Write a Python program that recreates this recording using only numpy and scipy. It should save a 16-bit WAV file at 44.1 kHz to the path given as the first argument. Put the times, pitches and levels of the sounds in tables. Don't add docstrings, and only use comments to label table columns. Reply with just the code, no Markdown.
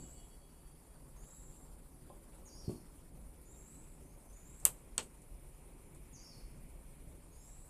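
import sys
import numpy as np
from scipy import signal
from scipy.fft import irfft
from scipy.io import wavfile
from scipy.ndimage import uniform_filter1d

SR = 44100
rng = np.random.default_rng(int(sys.argv[2]) if len(sys.argv) > 2 else 0)


def waveform_to_disk(signal):
    frames = np.transpose(np.atleast_2d(signal))
    scaled = np.clip(frames, -1, 1) * 32767
    samples = np.round(scaled).astype(np.int16)
    wavfile.write(sys.argv[1], SR, samples)


def field_ratio(decibels):
    return 10 ** (np.asarray(decibels, dtype=float) / 20)


N = 339173


def evened(x):
    return x / np.sqrt(np.mean(x ** 2) + 1e-20)


def read(points, hz):
    f, value = np.transpose(points)
    return np.interp(np.log(hz + 1), np.log(f + 1), value)


def columns(rows, t):
    s, *values = np.transpose(rows)
    return [np.interp(t, s, v) for v in values]


def add(mix, s, sound):
    at = round(s * SR)
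    part = mix[max(at, 0):][:len(sound) + min(at, 0)]
    part += sound[max(-at, 0):][:len(part)]


def resonate(x, hz, width_hz):
    turn = np.exp(2j * np.pi * np.cumsum(hz * np.ones(len(x))) / SR)
    r = np.exp(-np.pi * width_hz / SR)
    return 2 * (turn * signal.lfilter([1 - r], [1, -r], x / turn)).real


def ring(modes, contact_s):
    t = np.arange(SR // 3) / SR
    bell = sum(field_ratio(db - 60 * t / t60) * np.sin(2 * np.pi * hz * t) for hz, db, t60 in modes)
    push = np.sin(np.pi * np.clip(t[:400] / contact_s, 0, 1))
    out = np.convolve(bell, push)
    return out / abs(out).max()


def tail(decays, gap_s):
    hz, t, z = signal.stft(rng.standard_normal(SR), SR, nperseg=128)
    out = signal.istft(z * field_ratio(-60 * t / read(decays, hz)[:, None]), SR, nperseg=128)[1][:SR]
    out = np.concatenate([np.zeros(round(gap_s * SR)), out])
    return out / np.linalg.norm(out)


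def coloured(points, size):
    gain = field_ratio(read(points, np.fft.rfftfreq(size, 1 / SR)))
    out = np.roll(irfft(gain), size // 2) * np.hanning(size)
    return out / np.linalg.norm(out)


def wash(points, size, patchy_db, flicker_db):
    frames, hz = 4 * N // size + 5, np.fft.rfftfreq(size, 1 / SR)
    a, b, patches = rng.standard_normal((frames, len(hz), 3)).T
    patches = evened(uniform_filter1d(uniform_filter1d(patches, 20, axis=0), 6, axis=1))
    flicker = evened(uniform_filter1d(rng.standard_normal(frames), 3))
    level_db = read(points, hz)[:, None] + patchy_db * patches + flicker_db * flicker
    z = (a + 1j * b) * field_ratio(level_db)
    return evened(signal.istft(z, nperseg=size, noverlap=3 * size // 4)[1][:N])


# (closest time [s], distance over speed [s], rumble level [dB], tyre hiss level [dB])
PASSES = [(.05, 0.16, -61.5, -81), (2.5, 0.28, -59, -100), (3.25, 0.25, -73.5, -89), (3.9, .3, -60, -80),
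          (4.75, 0.37, -66, -80), (5.95, 0.07, -62, -95), (6.3, 0.57, -63.5, -74)]


def traffic(steady_db, axis):
    t = np.arange(N) / SR
    power = field_ratio(steady_db) ** 2
    for row in PASSES:
        power = power + field_ratio(row[axis]) ** 2 / (1 + ((t - row[0]) / row[1]) ** 2)
    return np.sqrt(power)


# (frequency [Hz], density [dB per Hz])
STREET = [(8.8, -31.5), (15, -10), (32, 0), (49, -2), (97, -16.5), (157, -10.5), (198, -20), (231, -16.5),
          (327, -19.5), (421, -21.5), (463, -24.5), (561, -22.5), (618, -27.5), (750, -28), (1500, -46),
          (1950, -60), (3300, -120)]


def rumble():
    return field_ratio(2.5) * traffic(-58.5, axis=2) * wash(STREET, size=4096, patchy_db=1.33, flicker_db=1.17)


def tyres():
    hiss = resonate(resonate(rng.standard_normal(N), 2250, 780), 2300, 900)
    return field_ratio(-2.0) * traffic(-87, axis=3) * evened(hiss)


# (frequency [Hz], density [dB per Hz])
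AIR = [(530, -33), (900, -0.5), (1410, -8), (2490, -13.5), (3130, -14.5), (4280, -16), (4580, -16),
       (6190, -16.5), (8950, -5.5), (9700, -5), (10900, -4), (12500, -15), (14200, -9)]
# (time [s], rise [dB])
GUSTS = [(0, 1.5), (1.3, 1.5), (2.6, 2), (3.5, 0), (4.6, 1.5), (6.1, 0.5), (7.05, 0), (7.65, 0.5)]


def air():
    t, gust_s = np.arange(N) / SR, 0.19
    gust_db = sum(db * np.exp(-((t - s) / gust_s) ** 2) for s, db in GUSTS)
    return field_ratio(-70 + gust_db + 4.0) * wash(AIR, size=1024, patchy_db=2.0, flicker_db=1.0)


def whine():
    hz, level_db = 9586, -77
    return field_ratio(level_db) * evened(resonate(resonate(rng.standard_normal(N), hz, 200), hz, 280))


# (middle [s], length [s], frequency [Hz], level [dB])
METAL = [(.07, .08, 3308, -79), (.22, .15, 3308, -76), (.335, .1, 3308, -79), (.45, .12, 3308, -80),
         (.57, .07, 3308, -85), (.68, .14, 3308, -87), (.9, .18, 3308, -87), (.06, .12, 2945, -77),
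         (.14, .06, 2945, -79), (.21, .13, 2945, -77), (.34, .06, 2945, -82), (.55, .4, 2945, -88),
         (.19, .26, 697, -75)]


def metal():
    out, wander_hz = np.zeros(N), 18
    t = np.arange(N) / SR
    wander = np.cumsum(wander_hz * evened(resonate(rng.standard_normal(N), 25, 30))) / SR
    t, wander = t[:2 * SR], wander[:2 * SR]
    for s, length, hz, db in METAL:
        swell = np.cos(np.pi * np.clip((t - s) / length, -.5, .5))
        add(out, 0, np.sqrt(2) * field_ratio(db) * swell * np.sin(2 * np.pi * (hz * t + wander)))
    return out


def insect():
    t = np.arange(N) / SR
    base_hz, climb_hz, climb_s = 4540, 100, 0.87
    base_db, near_db, near_s, fade_db_per_s, pulse_db = -84.5, 5.5, 0.86, 4, 3
    hz = base_hz + climb_hz * np.tanh((t / climb_s) ** 2)
    db = base_db + near_db * np.exp(-(t / near_s) ** 2) - fade_db_per_s * t
    db += pulse_db * evened(resonate(rng.standard_normal(N), 6.5, 6))
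    return field_ratio(db) * evened(resonate(resonate(rng.standard_normal(N), hz, 120), hz, 200))


def whistles(calls, lower_db, trill_hz, depth, fade_db, yard_db, yard_t60, hoarse_hz):
    out = np.zeros(N + SR)
    wobble = evened(uniform_filter1d(rng.standard_normal(N + SR), 900))
    for rows in calls:
        t = np.arange(rows[0][0], rows[-1][0], 1 / SR)
        hz, db = columns(rows, t)
        hoarse = evened(uniform_filter1d(rng.standard_normal(SR), 200))[:len(t)]
        shake = wobble[round(t[0] * SR) + SR:][:len(t)]
        trill = np.cumsum(trill_hz * (1 + .25 * shake)) / SR
        dip = abs(np.sin(np.pi * trill)) ** 7
        dip = dip * rng.uniform(.35, 1, 99)[trill.astype(int) % 99]
        sung_hz = uniform_filter1d(hz - depth * (hz - hz.min()) * dip + hoarse_hz * hoarse, 60)
        tone = field_ratio(-fade_db * dip) * np.sin(2 * np.pi * np.cumsum(sung_hz) / SR)
        tone += field_ratio(lower_db + 2.7 * shake) * np.sin(np.pi * np.cumsum(hz) / SR)
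        add(out, t[0] + 1, np.sqrt(2) * field_ratio(db) * tone * signal.windows.tukey(len(t), .1))
    yard = tail([(3000, yard_t60), (9000, 2.05 * yard_t60)], .004)
    return (field_ratio(-yard_db) * out + signal.fftconvolve(out, yard)[:len(out)])[SR:]


# (start [s], length [s], pitch [Hz], level [dB])
NOTES = [(-.12, .07, 6900, -65), (-.05, 0.13, 7700, -57.5), (0.103, 0.048, 8040, -59.5),
         (1.165, 0.032, 6500, -69.5), (1.2, 0.049, 7200, -66.5), (1.251, 0.047, 7740, -61.5),
         (1.303, 0.085, 7750, -60), (1.39, 0.098, 7590, -65), (1.498, 0.08, 7450, -66.5),
         (3.453, .05, 7130, -67.5), (3.494, 0.18, 7600, -63.5), (3.582, .07, 6560, -75),
         (3.66, 0.18, 7990, -62.5), (4.287, 0.039, 6260, -72), (4.326, .115, 7030, -64.5),
         (4.45, 0.12, 7680, -63), (4.565, 0.16, 8200, -68), (7.313, 0.094, 6720, -69),
         (7.4, 0.16, 7620, -64), (7.5, .19, 8050, -66)]


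def ladder_bird():
    scoop_hz, scoop_s, scoop_db = 6150, .005, -10
    drift_hz, sag_db_per_s = 55, 32
    calls = [[(s, min(scoop_hz, hz), db + scoop_db),
              (s + scoop_s, hz - drift_hz, db),
              (s + length, hz + drift_hz, db - sag_db_per_s * length)] for s, length, hz, db in NOTES]
    return whistles(calls, lower_db=-25.5, trill_hz=40, depth=.95, fade_db=14,
                    yard_db=1, yard_t60=0.45, hoarse_hz=80)


# (time after start [s], pitch [Hz], relative level [dB])
SWOOP = [(0, 7350, 1), (.02, 6510, -4.5), (.052, 4610, -13), (.088, 4820, -13), (.127, 5640, -5),
         (.168, 5040, -14), (.208, 4370, -8.5), (.238, 4245, -34)]
# (start [s], level [dB])
SWOOPS = [(2.45, -52.5), (6.125, -51.5)]


def swooping_bird():
    calls = [np.add(SWOOP, (s, 0, db)) for s, db in SWOOPS]
    return whistles(calls, lower_db=-46, trill_hz=45, depth=0.33, fade_db=7,
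                    yard_db=6.7, yard_t60=0.48, hoarse_hz=80)


def glides(rows):
    u, swell_db = np.linspace(0, 1, num=8), 9.5
    calls = []
    for s, length, from_hz, to_hz, db in rows:
        hz = from_hz + (to_hz - from_hz) * np.sin(np.pi * u / 2)
        calls.append(np.transpose([s + length * u, hz, db - swell_db * (1 - u) ** 2]))
    return calls


# (start [s], length
# [s], from [Hz], to [Hz], level [dB])
GLIDES = [(3.47, .1, 3600, 3800, -86), (3.993, .175, 5340, 6740, -80.5), (4.24, .07, 6600, 6000, -83),
          (4.28, 0.067, 8100, 8450, -76), (4.34, .06, 8450, 8050, -81)]
# (start [s], length [s], from [Hz], to [Hz], level [dB])
STUTTER = [(7.31, .06, 4850, 5000, -80), (7.36, 0.065, 5100, 5220, -74), (7.42, 0.081, 5350, 5650, -75)]


def far_birds():
    thin = whistles(glides(GLIDES), lower_db=-46, trill_hz=40, depth=.04, fade_db=4.3,
                    yard_db=-2.0, yard_t60=.25, hoarse_hz=20)
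    broken = whistles(glides(STUTTER), lower_db=-48, trill_hz=60, depth=.5, fade_db=12,
                      yard_db=8, yard_t60=.2, hoarse_hz=170)
    return thin + broken


# (frequency [Hz], t60 [s])
ROOM = [(250, 0.26), (660, 0.19), (1740, 0.11), (4590, 0.14), (12100, 0.17)]


def room(gap_s):
    return tail(ROOM, gap_s)


# (time [s], level [dB], contact [s])
KNOCKS = [
    (2.679, -25, 0.0027),
    (2.6895, -28, 0.0027),
    (2.6941, -32, 0.00062),
]
# (frequency [Hz], level [dB], t60 [s])
TABLE = [(110, -10, 0.019), (151, 0, 0.065), (239.7, -6, 0.26), (312, -17, 0.3), (363, -7.5, 0.11),
         (412, -3.5, 0.15), (570, -6.5, 0.06), (620, -21, 0.17), (750, -24, .1), (894, -21, 0.15),
         (1120, -25, 0.21)]
# (time [s], level [dB], contact [s])
LIFTS = [
    (2.1005, -44, 0.00092),
    (2.106, -51.5, 0.0012),
    (4.631, -54, 0.0013),
]
# (frequency [Hz], level [dB], t60 [s])
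SHELL = [(422, -34, .12), (588, 3, 0.13), (807, 10.5, 0.055), (1026, 8.5, 0.057), (1500, -28.5, .05),
         (2300, -16, .04), (3300, -20, .03)]
# (time [s], level [dB], centre [Hz], width [Hz], t60 [s])
SCUFFS = [(2.094, -43, 2500, 3000, 0.025), (2.32, -39, 1980, 3000, .2), (2.68, -25, 650, 500, .1),
          (2.692, -36, 2500, 3000, .3), (2.701, -28.5, 9900, 4980, 0.33), (4.628, -31, 695, 900, .15),
          (4.666, -19, 150, 100, .3)]


def weight():
    out = np.zeros(N)
    no_bass = signal.butter(2, 85, "high", fs=SR)
    for s, db, contact_s in KNOCKS:
        add(out, s, -field_ratio(db) * signal.lfilter(*no_bass, ring(TABLE, contact_s)))
    for s, db, contact_s in LIFTS:
        add(out, s, field_ratio(db) * ring(SHELL, contact_s))
    for s, db, hz, width_hz, t60 in SCUFFS:
        add(out, s, field_ratio(db) * resonate(resonate(tail([(hz, t60)], 0), hz, width_hz), hz, width_hz))
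    answer = signal.fftconvolve(out, room(.00417))[:N]
    return out + field_ratio(-1.5) * signal.lfilter(*signal.butter(3, 130, "high", fs=SR), answer)


# (time [s], peak [dB],
# frequency [Hz])
TICKS = [(1.6284, -58, 9580), (1.907, -67, 9590), (2.689, -48, 8720), (3.4146, -48, 10500),
         (4.599, -44.5, 8300), (5.0275, -42, 8700), (5.2179, -49, 9050), (5.4889, -54, 9570),
         (5.9477, -50, 9000)]


def ticks():
    out, kick = np.zeros(N), signal.unit_impulse(600)
    for s, db, hz in TICKS:
        tick = resonate(resonate(kick, hz, 2500), hz, 4000)
        tick = field_ratio(db) * tick / abs(tick).max()
        answer = signal.unit_impulse(SR // 4) + field_ratio(4.5) * room(.00059)[:SR // 4]
        add(out, s + .001, signal.fftconvolve(tick, answer))
    return out


# (time [s], peak [dB], room level [dB], tray level [dB], damping factor [1])
SNAPS = [
    (4.65262, -1.7, -9, -30.5, .8),
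    (4.97975, -15.6, -7.5, -16.5, .5),
]
# (frequency [Hz], width [Hz], level [dB])
DOME_DOWN = [(3000, 1100, -30), (4700, 640, -17), (5850, 1500, -15), (8200, 2200, 3), (10860, 1500, -1),
             (12250, 560, -2), (13700, 500, -6.5)]
# (frequency [Hz], width [Hz], level [dB])
DOME_UP = [(3000, 240, -8.5), (4360, 300, -6.5), (6130, 820, -10), (6900, 220, -3.5), (8050, 1500, 0),
           (9130, 580, -11), (9540, 810, -9), (10700, 1000, -23), (11800, 800, -18), (13800, 900, -31)]
# (delay [s], level [dB])
ECHOES = [(.0019, -15), (.0036, -18), (.0101, -19), (.0109, -20), (.0155, -27), (.018, -26), (.021, -25),
          (.027, -30)]
# (frequency [Hz], level [dB], t60 [s])
TRAY_MODES = [(428, -15, 0.041), (530, -39, 0.034), (955, -24.5, 0.068), (3200, 1, 0.043),
              (3670, 17, 0.051)]
# (frequency [Hz], density [dB per Hz])
TRAY = [(59, -51), (100, 2), (285, -20), (451, -5), (701, -13), (957, -9), (2030, -11.5), (2870, -7.5),
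        (3720, -15), (5000, -18), (6500, -22), (11000, -120)]


def button():
    out, kick = np.zeros(N), signal.unit_impulse(600)
    echoes = signal.unit_impulse(SR // 20)
    for delay_s, db in ECHOES:
        add(echoes, delay_s, field_ratio(db) * rng.standard_normal(30) / 5)
    for (s, db, room_db, tray_db, damping), dome in zip(SNAPS, (DOME_DOWN, DOME_UP)):
        snap = np.zeros(len(kick))
        for k, (hz, width_hz, mode_db) in enumerate(dome):
            mode = resonate(resonate(kick, hz, damping * (width_hz + 300)), hz, damping * 2400)
            snap += (-1) ** k * field_ratio(mode_db) * mode
        snap = field_ratio(db) * snap / abs(snap).max()
        add(out, s, signal.fftconvolve(snap, echoes))
        add(out, s, field_ratio(room_db - 2.5) * signal.fftconvolve(snap, room(.001)))
        add(out, s, field_ratio(db + tray_db - 17) * ring(TRAY_MODES, .00012))
        dense = signal.fftconvolve(coloured(TRAY, size=1024), room(0))[512:]
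        add(out, s, field_ratio(db + tray_db + 21) * dense)
    return out


def scene():
    outdoors = rumble() + tyres() + air() + whine() + metal() + insect()
    flock = ladder_bird() + swooping_bird() + far_birds()
    indoors = weight() + ticks() + button()
    return np.tile(outdoors + flock + indoors, (2, 1))


def low_pass(x):
    return signal.sosfilt(signal.butter(12, 14330, fs=SR, output="sos"), x)


# (frequency [Hz], side against mid [dB])
SIDE_DB = [(60, -69), (110, -78.5), (200, -64.5), (370, -56), (690, -57), (1270, -44.5), (2340, -36),
           (4300, -15), (7920, -6.5), (14600, -2.5)]


def record(dry):
    hz, t, z = signal.stft(dry[0], SR, nperseg=256)
    ceiling = 1.8 * np.median(abs(z), axis=1)[:, None]
    size = np.minimum(abs(z), ceiling) + field_ratio(-28) * abs(z)
    phase = 2 * np.pi * rng.random(z.shape[::-1]).T
    z = size * field_ratio(read(SIDE_DB, hz))[:, None] * np.exp(1j * phase)
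    side = field_ratio(1.5) * signal.istft(z, SR, nperseg=256)[1][:N]
    edge = signal.firwin(141, 14600, window=("kaiser", 7), fs=SR)
    return low_pass(signal.oaconvolve(dry + np.array([side, -side]), edge[None], "same"))


dry = scene()
out = record(dry)
waveform_to_disk(out)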